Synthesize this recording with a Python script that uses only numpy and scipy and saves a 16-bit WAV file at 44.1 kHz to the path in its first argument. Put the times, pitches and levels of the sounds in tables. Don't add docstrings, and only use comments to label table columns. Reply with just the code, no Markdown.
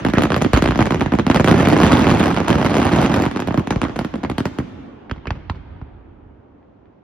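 import sys
import numpy as np
from scipy import signal
from scipy.fft import rfft, irfft, next_fast_len
from scipy.io import wavfile
from scipy.ndimage import uniform_filter1d

SR = 44100
rng = np.random.default_rng(int(sys.argv[2]) if len(sys.argv) > 2 else 0)


def dump_mix(stems):
    frames = np.atleast_2d(stems).T
    limited = np.clip(frames, -1, 1)
    pcm = np.round(limited * 32767).astype(np.int16)
    wavfile.write(sys.argv[1], SR, pcm)


def boost(x):
    u = np.asarray(x, float) / 20
    return 10 ** u


N = 310002
LEAD_IN = 2 * SR

# t/s, blast level/dB, blast duration/ms, treble at 6 kHz/dB
PLACED_BURSTS = [(0.0499, -5.5, 0.52, 2), (0.065, -11.5, 1.2, 1), (0.0861, -14.5, 1.4, 4),
                 (0.1, -15, 0.53, 1), (0.1366, -7.5, 0.71, 5), (0.152, -11, 0.47, -9), (0.173, -9, 1.9, -2),
                 (0.1836, 2, 0.22, -4.5), (0.194, -14.5, 1.6, 4.5), (0.208, -9, 0.37, -2.5),
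                 (0.2215, -6, 0.49, 4), (0.236, -7, 0.55, 7), (0.2421, -9, 0.87, -7),
                 (0.2525, -12.5, 0.31, 3), (0.2556, -5.5, 0.53, -9), (0.27, -12, 0.3, -13),
                 (0.3041, -8, 0.76, -2), (0.3204, -1, 0.26, -3), (0.3301, -15.5, 1.2, 1.5),
                 (0.3439, 1.5, 0.18, -6.5), (0.364, -8, 0.89, 4.5), (0.379, -15.5, 1, 1),
                 (0.408, -16.5, 1.1, -2), (0.416, -11.5, 0.91, 2), (0.421, -8, 0.83, 7),
                 (0.4473, -6, 0.64, 1), (0.4628, -12.5, 1, -5.5), (0.5339, -4, 1.9, 7.5),
                 (0.541, 5.5, 0.1, -9.5), (0.5491, -2, 0.23, -5.5), (0.5638, -6, 0.34, 3.5),
                 (0.5713, -6.5, 0.43, -2.5), (0.5746, -4, 0.41, 3.5), (0.591, -14.5, 0.54, -2),
                 (0.623, -3, 0.64, 1.5), (0.641, -14, 1.1, 6.5), (0.644, -9.5, 0.48, -5.5),
                 (0.6562, -9, 0.68, -3.5), (0.6596, 0, 0.24, -3), (0.6758, -8.5, 0.44, 0),
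                 (0.688, -10, 2.2, -0.5), (0.709, -4.5, 0.3, -1.5), (0.721, -4.5, 0.29, -14.5),
                 (0.7495, -14.5, 0.38, -0.5), (0.7582, -11, 0.91, 0), (0.7763, -17, 0.93, 7),
                 (0.7911, -4, 0.87, -3.5), (0.7981, -16.5, 0.66, 0), (0.8065, -6, 1.1, -1.5),
                 (0.809, -10, 0.68, 0.5), (0.816, -6.5, 0.52, -0.5), (0.826, -6, 0.29, 1),
                 (0.857, -9.5, 0.32, 1.5), (0.866, -11.5, 0.31, 4.5), (0.8712, -8, 0.48, -7),
                 (0.9075, -6, 0.61, 3.5), (0.922, -8, 0.69, 0), (0.9389, -15, 1.5, -3),
                 (0.9453, -9, 0.83, 1.5), (0.958, -13, 0.81, -3.5), (0.997, -18.5, 0.56, 3),
                 (1.0091, -2.5, 0.14, 0.5), (1.014, -4, 0.56, -8.5), (1.0217, -10.5, 0.67, -2),
                 (1.061, -9.5, 0.82, -3), (1.1212, -11.5, 1.1, 1), (1.1253, -11.5, 0.79, -8),
                 (1.1373, -9, 1, -1), (1.152, -14, 0.83, 0.5), (1.1878, -7.5, 0.69, 0),
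                 (1.1965, -6, 0.62, -2), (1.2666, -8, 0.99, 3.5), (1.2791, -11, 0.43, -4.5),
                 (1.3001, -2.5, 0.86, 1), (1.3033, -12, 1.04, -1), (1.3132, -4.5, 0.22, 0),
                 (1.3161, -5, 0.23, -3.5), (1.3458, -5, 0.51, 3.5), (1.3541, -9.5, 0.63, 0.5),
                 (1.3586, -9.5, 1.5, -2), (1.361, -1.5, 0.29, 0.5), (1.372, -10, 0.64, 3),
                 (1.378, -22.5, 0.49, -2.5), (1.3978, -4, 1.1, 1.5), (1.4057, -8.5, 0.96, 1),
                 (1.411, -5.5, 0.45, -9), (1.4446, -4.5, 0.62, 6), (1.476, 0, 0.38, -0.5),
                 (1.484, -2.5, 0.35, 2), (1.4937, -7.5, 0.73, -0.5), (1.5, -8, 1.05, -11),
                 (1.513, -4, 1, 5), (1.5252, -7.5, 0.68, -1), (1.5432, -9, 0.45, -2.5),
                 (1.548, -15.5, 0.28, -3), (1.5668, -17, 0.47, -4), (1.5828, -19.5, 0.76, 10),
                 (1.589, -13, 0.51, -2.5), (1.5995, -13.5, 0.92, 5), (1.6055, -7, 0.83, -4),
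                 (1.6288, -8.5, 1.2, -8.5), (1.652, -11, 0.45, 3.5), (1.657, -6.5, 0.21, -2),
                 (1.6725, -3, 0.45, -3), (1.6862, -9, 1.3, 8), (1.7009, -6, 0.3, 0), (1.7154, -13, 0.51, 4),
                 (1.7253, -7, 0.47, -1), (1.7313, -10, 0.9, 5), (1.7362, -12.5, 0.32, 4),
                 (1.743, -8.5, 0.35, -4), (1.7656, -4, 0.48, -2), (1.7768, -17, 0.46, 7),
                 (1.787, -8, 0.17, -1.5), (1.792, -13.5, 0.77, 2.5), (1.802, -8, 0.7, 4),
                 (1.8049, -11.5, 0.31, -5), (1.8153, -5, 0.57, 2), (1.8211, -8, 0.93, 2),
                 (1.8335, -0.5, 0.53, 0.5), (1.8381, -6, 1.5, 6), (1.847, -4.5, 0.33, -1),
                 (1.8523, -8.5, 0.57, -6.5), (1.8572, -10, 0.43, 2.5), (1.866, -6, 0.49, 4.5),
                 (1.8756, -8, 0.22, 2.5), (1.881, -10, 0.36, -0.5), (1.8868, -15, 0.46, -3.5),
                 (1.9, -14.5, 0.92, -2), (1.9064, -14, 0.56, 0), (1.9161, -8, 0.55, 3.5),
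                 (1.921, -0.5, 0.22, 1.5), (1.9316, -4, 0.81, -3), (1.938, -11, 0.48, 6.5),
                 (1.954, -11, 0.83, 3.5), (1.971, -9, 0.53, 7), (1.9794, -13, 0.47, -0.5),
                 (1.9868, -17, 0.68, -2), (1.995, -13.5, 0.86, -7.5), (2.021, -14, 0.32, 1.5),
                 (2.0382, -16, 0.75, 2), (2.044, -5.5, 0.35, -1), (2.069, -3, 0.52, -1),
                 (2.0767, -11.5, 0.48, 2), (2.08, -12, 0.63, 1), (2.0884, -10, 0.9, 4.5),
                 (2.0954, -5, 0.49, 0.5), (2.1028, -7, 0.28, 4), (2.108, -12, 0.6, 1.5),
                 (2.114, -8, 1.2, -3), (2.14, -14.5, 0.4, 5), (2.1482, -10.5, 1.3, 2),
                 (2.1613, -14, 0.2, -8), (2.1727, -6.5, 0.13, -2.5), (2.1785, -20.5, 0.21, 2.5),
                 (2.197, -8, 0.15, 5.5), (2.2018, -6, 0.79, -9.5), (2.2075, -11, 0.93, 0.5),
                 (2.2125, -5, 0.42, -6), (2.2296, -7.5, 0.47, 1.5), (2.2345, -15.5, 0.47, 3),
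                 (2.239, -2.5, 0.16, -1), (2.2587, -9, 0.49, 6), (2.269, -7.5, 0.41, 0),
                 (2.2812, -10, 0.25, 4), (2.305, -14.5, 0.41, 4.5), (2.3131, -10.5, 0.57, -1.5),
                 (2.3288, -17.5, 0.3, -2.5), (2.3526, -29, 1, -4.5), (2.3652, -5, 0.15, -1.5),
                 (2.3736, -5, 0.42, -4.5), (2.385, -14.5, 0.35, 0), (2.4031, -8, 0.84, 0),
                 (2.4151, -9.5, 0.62, -17), (2.434, -26.5, 0.76, -2), (2.448, -16.5, 0.48, 0),
                 (2.4824, -8, 0.35, 7), (2.494, -9.5, 1.7, 0.5), (2.5038, -4, 0.53, 3),
                 (2.5113, -8.5, 0.41, -1.5), (2.529, -2, 0.11, -3), (2.5422, -11, 1.2, -3),
                 (2.5554, -9, 1.3, 2.5), (2.5842, -16.5, 0.53, 4), (2.599, -17, 0.93, 3.5),
                 (2.615, -9, 0.62, 2), (2.628, -5.5, 0.28, -3.5), (2.6477, -8, 1.1, 0),
                 (2.6545, -10.5, 0.74, 3), (2.6628, -4.5, 0.37, 1.5), (2.6842, -20, 0.79, -6),
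                 (2.6978, -21.5, 0.59, 3.5), (2.7162, -11.5, 1, -7), (2.743, -6.5, 0.34, 1),
                 (2.7539, -8, 0.52, 1), (2.7678, -7, 0.81, 5.5), (2.778, -18.5, 0.56, 3.5),
                 (2.7828, -8.5, 0.43, 2), (2.8001, -12.5, 0.97, 3.5), (2.8181, -9.5, 0.98, -0.5),
                 (2.829, -6, 0.22, 2), (2.8525, -15, 2.4, 0.5), (2.8676, -8, 0.5, 1),
                 (2.8896, -10, 0.23, -3), (2.9178, -12, 0.86, -3), (2.9286, -16, 1.5, 6.5),
                 (2.9351, -5, 0.39, -4), (2.9611, -12.5, 1.4, 5.5), (2.9869, -10, 0.91, -0.5),
                 (2.9922, -14, 1.5, 3), (3.008, -15, 0.97, -4), (3.016, -12.5, 0.58, 4),
                 (3.029, -13, 0.73, 3), (3.039, -14, 0.46, -13.5), (3.049, -14, 1.5, -2.5),
                 (3.058, -14, 0.4, -3.5), (3.0619, -6, 0.23, 1.5), (3.0707, -12, 0.5, -6.5),
                 (3.0962, -17, 0.82, 1.5), (3.108, -13, 1, -8), (3.1197, -18.5, 1.1, 3),
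                 (3.142, -8, 0.9, 3.5), (3.1532, -16, 0.74, 4.5), (3.1621, -14.5, 0.78, 7),
                 (3.1732, -9.5, 1.6, -7), (3.18, -15.5, 0.62, -8), (3.2002, -12, 1, 0.5),
                 (3.222, -13, 0.92, 4), (3.2343, -10, 0.27, -13), (3.2385, -6, 0.25, -5),
                 (3.254, -11, 0.28, 2.5), (3.2631, -7.5, 0.67, -2), (3.279, -26, 0.62, -9),
                 (3.3132, -15, 0.37, 4), (3.3512, -20.5, 0.92, -9.5), (3.3618, -11, 0.6, -1.5),
                 (3.3722, -9, 0.17, -2), (3.3939, -11.5, 0.57, -10.5), (3.4024, -12.5, 0.4, 5),
                 (3.422, -12.5, 0.48, -2), (3.4742, -14.5, 1.1, 5.5), (3.485, -8, 0.63, -18),
                 (3.508, -8, 0.66, -24), (3.524, -25.5, 0.36, 3.5), (3.5434, -9, 0.62, -3.5),
                 (3.5758, -12, 1.7, 1), (3.5826, -12.5, 2, -7), (3.5958, -18, 0.37, 3.5),
                 (3.673, -13, 0.7, 1.5), (3.7067, -7.5, 0.49, 4), (3.7089, -10, 1.15, 2),
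                 (3.7243, -9.5, 0.36, -12.5), (3.76, -14.5, 5.4, -2), (3.8167, -4.5, 0.29, 0.5),
                 (3.8325, -14, 1.8, -2), (3.84, -8, 0.25, -1), (3.8511, -6.5, 0.34, -12),
                 (3.884, -22, 0.64, -3), (3.896, -18.5, 0.57, -7), (3.96, -17, 0.56, 0),
                 (3.964, -17.5, 0.74, 4), (3.991, -9, 0.61, 3.5), (3.9966, -17, 0.71, -8),
                 (4.0126, -14.5, 1.1, -10), (4.0477, -14.5, 0.79, 3.5), (4.14, -16.5, 1.1, -4),
                 (4.1567, -21.5, 1.7, 2), (4.2333, -19.5, 1.2, 0), (4.2375, -13.5, 0.84, -0.5),
                 (4.2489, -8.5, 0.48, -12), (4.299, -13, 0.97, 3), (4.3149, -18, 1.2, -2),
                 (4.3825, -10.5, 0.91, 6.5), (4.397, -26, 1.1, -10), (4.4047, -13.5, 1.2, 1.5),
                 (4.4555, -10.5, 1.2, 4.5), (4.471, -22, 0.84, -5.5), (4.5868, -13.5, 1.2, 2.5),
                 (4.601, -17, 1.3, -16), (6.629, -24, 0.066, -45), (6.857, -19, 0.045, -46)]
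CROWD_T_S = [-1, -.01, 0, 1.44, 1.48, 1.75, 2, 2.28, 2.35, 2.45, 2.5, 2.77, 3.07, 3.085, 3.1, 3.25, 3.29]
CROWD_RATE_PER_S = [64, 60, 0, 0, 380, 420, 399.5, 380, 150, 150, 400, 418, 420, 60, 400, 300, 0]
CROWD_LEVEL_DB = [1, -3, -17, -11.5, -10.5, -11.5, -8.5, -15, -14.5, -14.5, -14.5, -14.5, -11, -16, -11.5,
                  -18, -18.5]
# t/s, crack level/dB, thump level/dB, crack treble at 6 kHz/dB
LAUNCHES = [(0.534, -19.5, -5, -14.5), (5.097, -16.5, -46.5, -18), (5.1126, -6, -18, -14),
            (5.256, -14, -42, -25), (5.271, -9, -21.5, -12), (5.3061, -3.5, -14.5, -15),
            (5.498, -6, -17, -12.5), (5.8151, -20.5, -24.5, -29)]
# delay/s, level/dB
THUMP_RETURNS = [(.055, -9), (.18, -13), (.44, -13)]
# delay/s, level/dB
CRACK_RETURNS = [(.048, -26.5)]
# f/Hz, t60/s
NEAR_T60 = [(60, 0.72), (300, 0.12), (1500, 0.08), (6000, 0.12), (14000, 0.075)]
# f/Hz, t60/s
FAR_T60 = [(50, 3), (150, 3.7), (300, 7.8), (1000, 5.5), (2000, 2.9), (3000, 2.5), (4200, 1.7), (6000, 1.4),
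           (8000, 1.1)]
# f/Hz, level/dB
FAR_PATH = [(40, 4), (90, 0.5), (150, -7), (300, -3.5), (1000, -3.5), (3000, 1.5), (4200, 0.5), (6000, 1),
            (8000, -5)]
# f/Hz, likeness (-1..1)
DIFFUSE_LIKENESS = [(60, 0.99), (180, 0.91), (550, -0.11), (1650, 0.37), (4970, -0.052), (15000, -0.3)]
# f/Hz, left minus right/dB
DIFFUSE_BALANCE = [(60, -5), (380, -1), (2380, -1), (15000, 0.5)]
# f/Hz, level/dB
RUMBLE_SPECTRUM = [(18, -29), (30, -6.5), (80, -6), (150, -11.5), (402, -9), (507, -9), (8000, -44.5),
                   (10400, -86.5), (17600, -120)]
# f/Hz, left minus right/dB
DIRECT_BALANCE = [(60, -1), (130, -2.5), (290, -1), (640, -2.5), (1410, -6), (3100, 1), (6820, 4),
                  (15000, -3)]
# f/Hz, left lead/rad
DIRECT_LEAD = [(0, 0), (2300, .3), (3500, 1.6), (4700, .3), (6500, -3.2), (8200, -3.2), (9900, -6.1),
               (12200, -6.5), (13400, -9.3), (17000, -12.5)]
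# f/Hz, gain/dB
MIC_RESPONSE = [(25, -24.5), (45, 4.5), (70, 10), (160, 13), (280, 16), (450, 9), (700, 9), (1500, 5.5),
                (3200, 3), (5000, -3.5), (6700, -4.5), (7600, -11), (11000, -14.5), (14000, -26.5),
                (17000, -45.5)]
# f/Hz, Q (1/damping)
RECORDER_ALLPASS = [(59.7, 1.05), (151, 1.33), (310, 1.29)]


def along(points, hz):
    f, v = np.transpose(points)
    return np.interp(np.log(hz + 1), np.log(f + 1), v)


def filtered(x, response):
    m = next_fast_len(x.shape[-1] + SR // 2)
    spectrum = rfft(x, m) * response(np.fft.rfftfreq(m, 1 / SR))
    return irfft(spectrum, m)[..., :x.shape[-1]]


def stereo(pair):
    def shares(hz):
        angle = np.arccos(np.clip(along(DIFFUSE_LIKENESS, hz), -1, 1)) / 2
        return np.array([np.cos(angle), np.sin(angle)])

    mid, side = filtered(pair, shares)
    left_right = np.array([mid + side, mid - side])
    return filtered(left_right, lambda hz: boost(along(DIFFUSE_BALANCE, hz) * [[.5], [-.5]]))


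def night():
    rumble_db = -62.0
    hum = filtered(stereo(rng.standard_normal((2, N))), lambda hz: boost(along(RUMBLE_SPECTRUM, hz)))
    return boost(rumble_db) * hum / hum.std()


def echoes(x, t60, gap_s, patchy_db, size):
    frames = dict(fs=SR, nperseg=size, noverlap=size * 3 // 4)
    delayed = np.pad(x, (round(gap_s * SR), 0))[:len(x)]
    hz, t, z = signal.stft(delayed, **frames)
    energy = np.abs(z) ** 2
    blurred = np.abs(uniform_filter1d(energy, size=size // 32, axis=0))
    energy = np.where(hz[:, None] > 1000, blurred, energy)
    keep = boost(-60 * t[1] / along(t60, hz)) ** 2
    energy = np.array([signal.lfilter([1 - k], [1, -k], row) for k, row in zip(keep, energy)])

    noise = signal.stft(rng.standard_normal((2, len(x))), **frames)[2]
    lumps = uniform_filter1d(rng.standard_normal(z.shape), size=8, axis=0)
    lumps = uniform_filter1d(lumps, size=5, axis=1)
    noise = noise / np.sqrt(np.mean(np.abs(noise) ** 2)) * boost(patchy_db * lumps / lumps.std())
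    tail = signal.istft(noise * np.sqrt(energy), **frames)[1]
    return stereo(tail[:, :len(x)])


def whistle():
    start_s, length_s, from_hz, to_hz, level_db = .15, 0.036, 1600, 2110, -30
    t = (np.arange(N + LEAD_IN) - LEAD_IN) / SR - start_s
    share = np.clip(t / length_s, 0, 1)
    hz = from_hz + (to_hz - from_hz) * share
    swell = np.sqrt(np.abs(np.sin(np.pi * share))) * (share < 1)
    rough = 1 + 6.5 * uniform_filter1d(rng.standard_normal(len(t)), size=40)
    return boost(level_db) * swell * rough * np.sin(2 * np.pi * np.cumsum(hz) / SR)


def blasts(s, db, ms, treble_db, bounce, bounce_ms, crack_db, crack_ms, crack_hz,
           size=1024, bounce_scatter=0.45, lag_ms=0.0038):
    luck = rng.standard_normal((len(s), 3))
    hz = np.fft.rfftfreq(size, 1 / SR)
    jw = 2j * np.pi * hz
    at = s * SR + LEAD_IN - size // 8
    start = np.floor(at).astype(int)

    wave = SR * jw / (1000 / ms[:, None] + jw) ** 2
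    bounce_s = bounce_ms / 1000 * np.exp(bounce_scatter * luck[:, :1])
    wave = wave * (1 + bounce * np.exp(-jw * bounce_s))

    front = np.exp(-np.arange(size) / (SR * crack_ms / 1000))
    crack = rfft(front * rng.standard_normal((len(s), size)))
    crack = crack * boost(crack_db) * (jw / (jw + 2 * np.pi * crack_hz)) ** 2
    wave = (wave + crack) * boost(db[:, None] + treble_db[:, None] * hz / 6000)

    out = []
    for side in (1, -1):
        lag_s = side * lag_ms / 1000 * luck[:, 1:2]
        delay_s = (at - start + size // 8)[:, None] / SR + lag_s
        pulse = irfft(wave * np.exp(-jw * delay_s), size) * boost(.5 * side * luck[:, 2:])
        place = start[:, None] + np.arange(size)
        total = np.bincount(place.ravel(), pulse.ravel(), N + LEAD_IN + size)
        out.append(total[:N + LEAD_IN])
    return np.array(out)


def scattered(rows, count=12, spread_s=.025):
    flurry = [(s + late, db + loss_db, treble_db)
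              for s, db, _, treble_db in rows for late, loss_db in CRACK_RETURNS]
    s, db, treble_db = np.repeat(flurry, count, axis=0).T
    luck = rng.random((len(s), 2))
    return s + spread_s * luck[:, 0] ** 2, db - 10 * luck[:, 1], treble_db


def mortars():
    s, crack_db, thump_db, treble_db = np.transpose(LAUNCHES)
    same = np.ones_like(s)
    when, level_db, top_db = np.hstack([[s, crack_db, treble_db], scattered(LAUNCHES)])
    crack = blasts(when, level_db, np.full(len(when), 0.2), top_db, bounce=0.55, bounce_ms=1.24,
                   crack_db=-10.0, crack_ms=3, crack_hz=693)
    push = blasts(s, thump_db, 11 * same, -30 * same, bounce=0.18, bounce_ms=12, bounce_scatter=0,
                  crack_db=-40, crack_ms=4.0, crack_hz=704, size=4096)
    tube_hz, width_hz, wall_hz = 140, 150, 110

    def tube_and_walls(hz):
        tube = tube_hz ** 2 / (tube_hz ** 2 - hz ** 2 + 1j * hz * width_hz)
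        returns = sum(boost(db) * np.exp(-2j * np.pi * hz * late) for late, db in THUMP_RETURNS)
        return tube * (1 + returns / (1 + 1j * hz / wall_hz) ** 2)

    return crack + filtered(push, tube_and_walls)


def slaps(count=3, loss_db=-15, spread_ms=24):
    s, db, ms, treble_db = np.repeat(PLACED_BURSTS, count, axis=0).T
    luck = rng.random((len(s), 3))
    late_s = spread_ms / 1000 * (0.0998 + luck[:, 0])
    return np.array([s + late_s, db + loss_db - 8 * luck[:, 1], ms * (1.2 + .5 * luck[:, 2]), treble_db])


def small_bursts(count=2200, seconds=4.4):
    typical_ms, log_spread = 0.58, 0.51
    size_range_db, short_gain_db = 10.5, 2.5
    typical_treble_db, treble_spread_db = -1.5, 3.5
    luck, scatter = rng.random((count, 3)), rng.standard_normal((count, 2))
    when = CROWD_T_S[0] + seconds * (np.arange(count) + 2 * luck[:, 0]) / count
    kept = luck[:, 1] * count / seconds < np.interp(when, CROWD_T_S, CROWD_RATE_PER_S)
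    stretch = log_spread * scatter[:, 0]
    upper_db = np.interp(when, CROWD_T_S, CROWD_LEVEL_DB)
    level_db = upper_db - size_range_db * luck[:, 2] - short_gain_db * stretch
    treble_db = typical_treble_db + treble_spread_db * scatter[:, 1]
    return np.array([when, level_db, typical_ms * np.exp(stretch), treble_db])[:, kept]


def shells():
    rows = np.hstack([np.transpose(PLACED_BURSTS), small_bursts(), slaps()])
    return blasts(*rows, bounce=0.41, bounce_ms=1.031, crack_db=-10, crack_ms=0.7, crack_hz=2504)


def scene():
    skim_hz = 2530
    sky, ground = shells() + whistle(), mortars()
    skimmed = filtered(ground, lambda hz: 1 / (1 + 1j * hz / skim_hz))
    mid = (sky + skimmed).mean(axis=0)

    near_feed = filtered(mid, lambda hz: hz / np.hypot(hz, 250))
    near = boost(-6.0) * echoes(near_feed, NEAR_T60, gap_s=0.0011, patchy_db=4.5, size=512)
    far_feed = filtered(mid, lambda hz: boost(along(FAR_PATH, hz)))
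    far = boost(-10.5) * echoes(far_feed, FAR_T60, gap_s=0.016, patchy_db=1.66, size=2048)

    def ports(hz):
        halves = np.array([[.5], [-.5]])
        lead_rad = np.interp(hz, *np.transpose(DIRECT_LEAD))
        return boost(along(DIRECT_BALANCE, hz) * halves) * np.exp(1j * lead_rad * halves)

    direct = filtered(sky + ground, ports)
    return (direct + near + far)[:, LEAD_IN:] + night()


def roll_off(x):
    return signal.sosfilt(signal.butter(12, 16960, fs=SR, output="sos"), x)


def record(dry):
    def recorder(hz):
        phase_rad = sum(-2 * np.arctan2(hz * c / q, c * c - hz * hz) for c, q in RECORDER_ALLPASS)
        return boost(along(MIC_RESPONSE, hz)) * np.exp(1j * phase_rad)

    x = filtered(dry, recorder)
    x = x / (1 + np.abs(x) ** 6) ** (1 / 6)
    return roll_off(x)


dry = scene()
out = record(dry)
dump_mix(out)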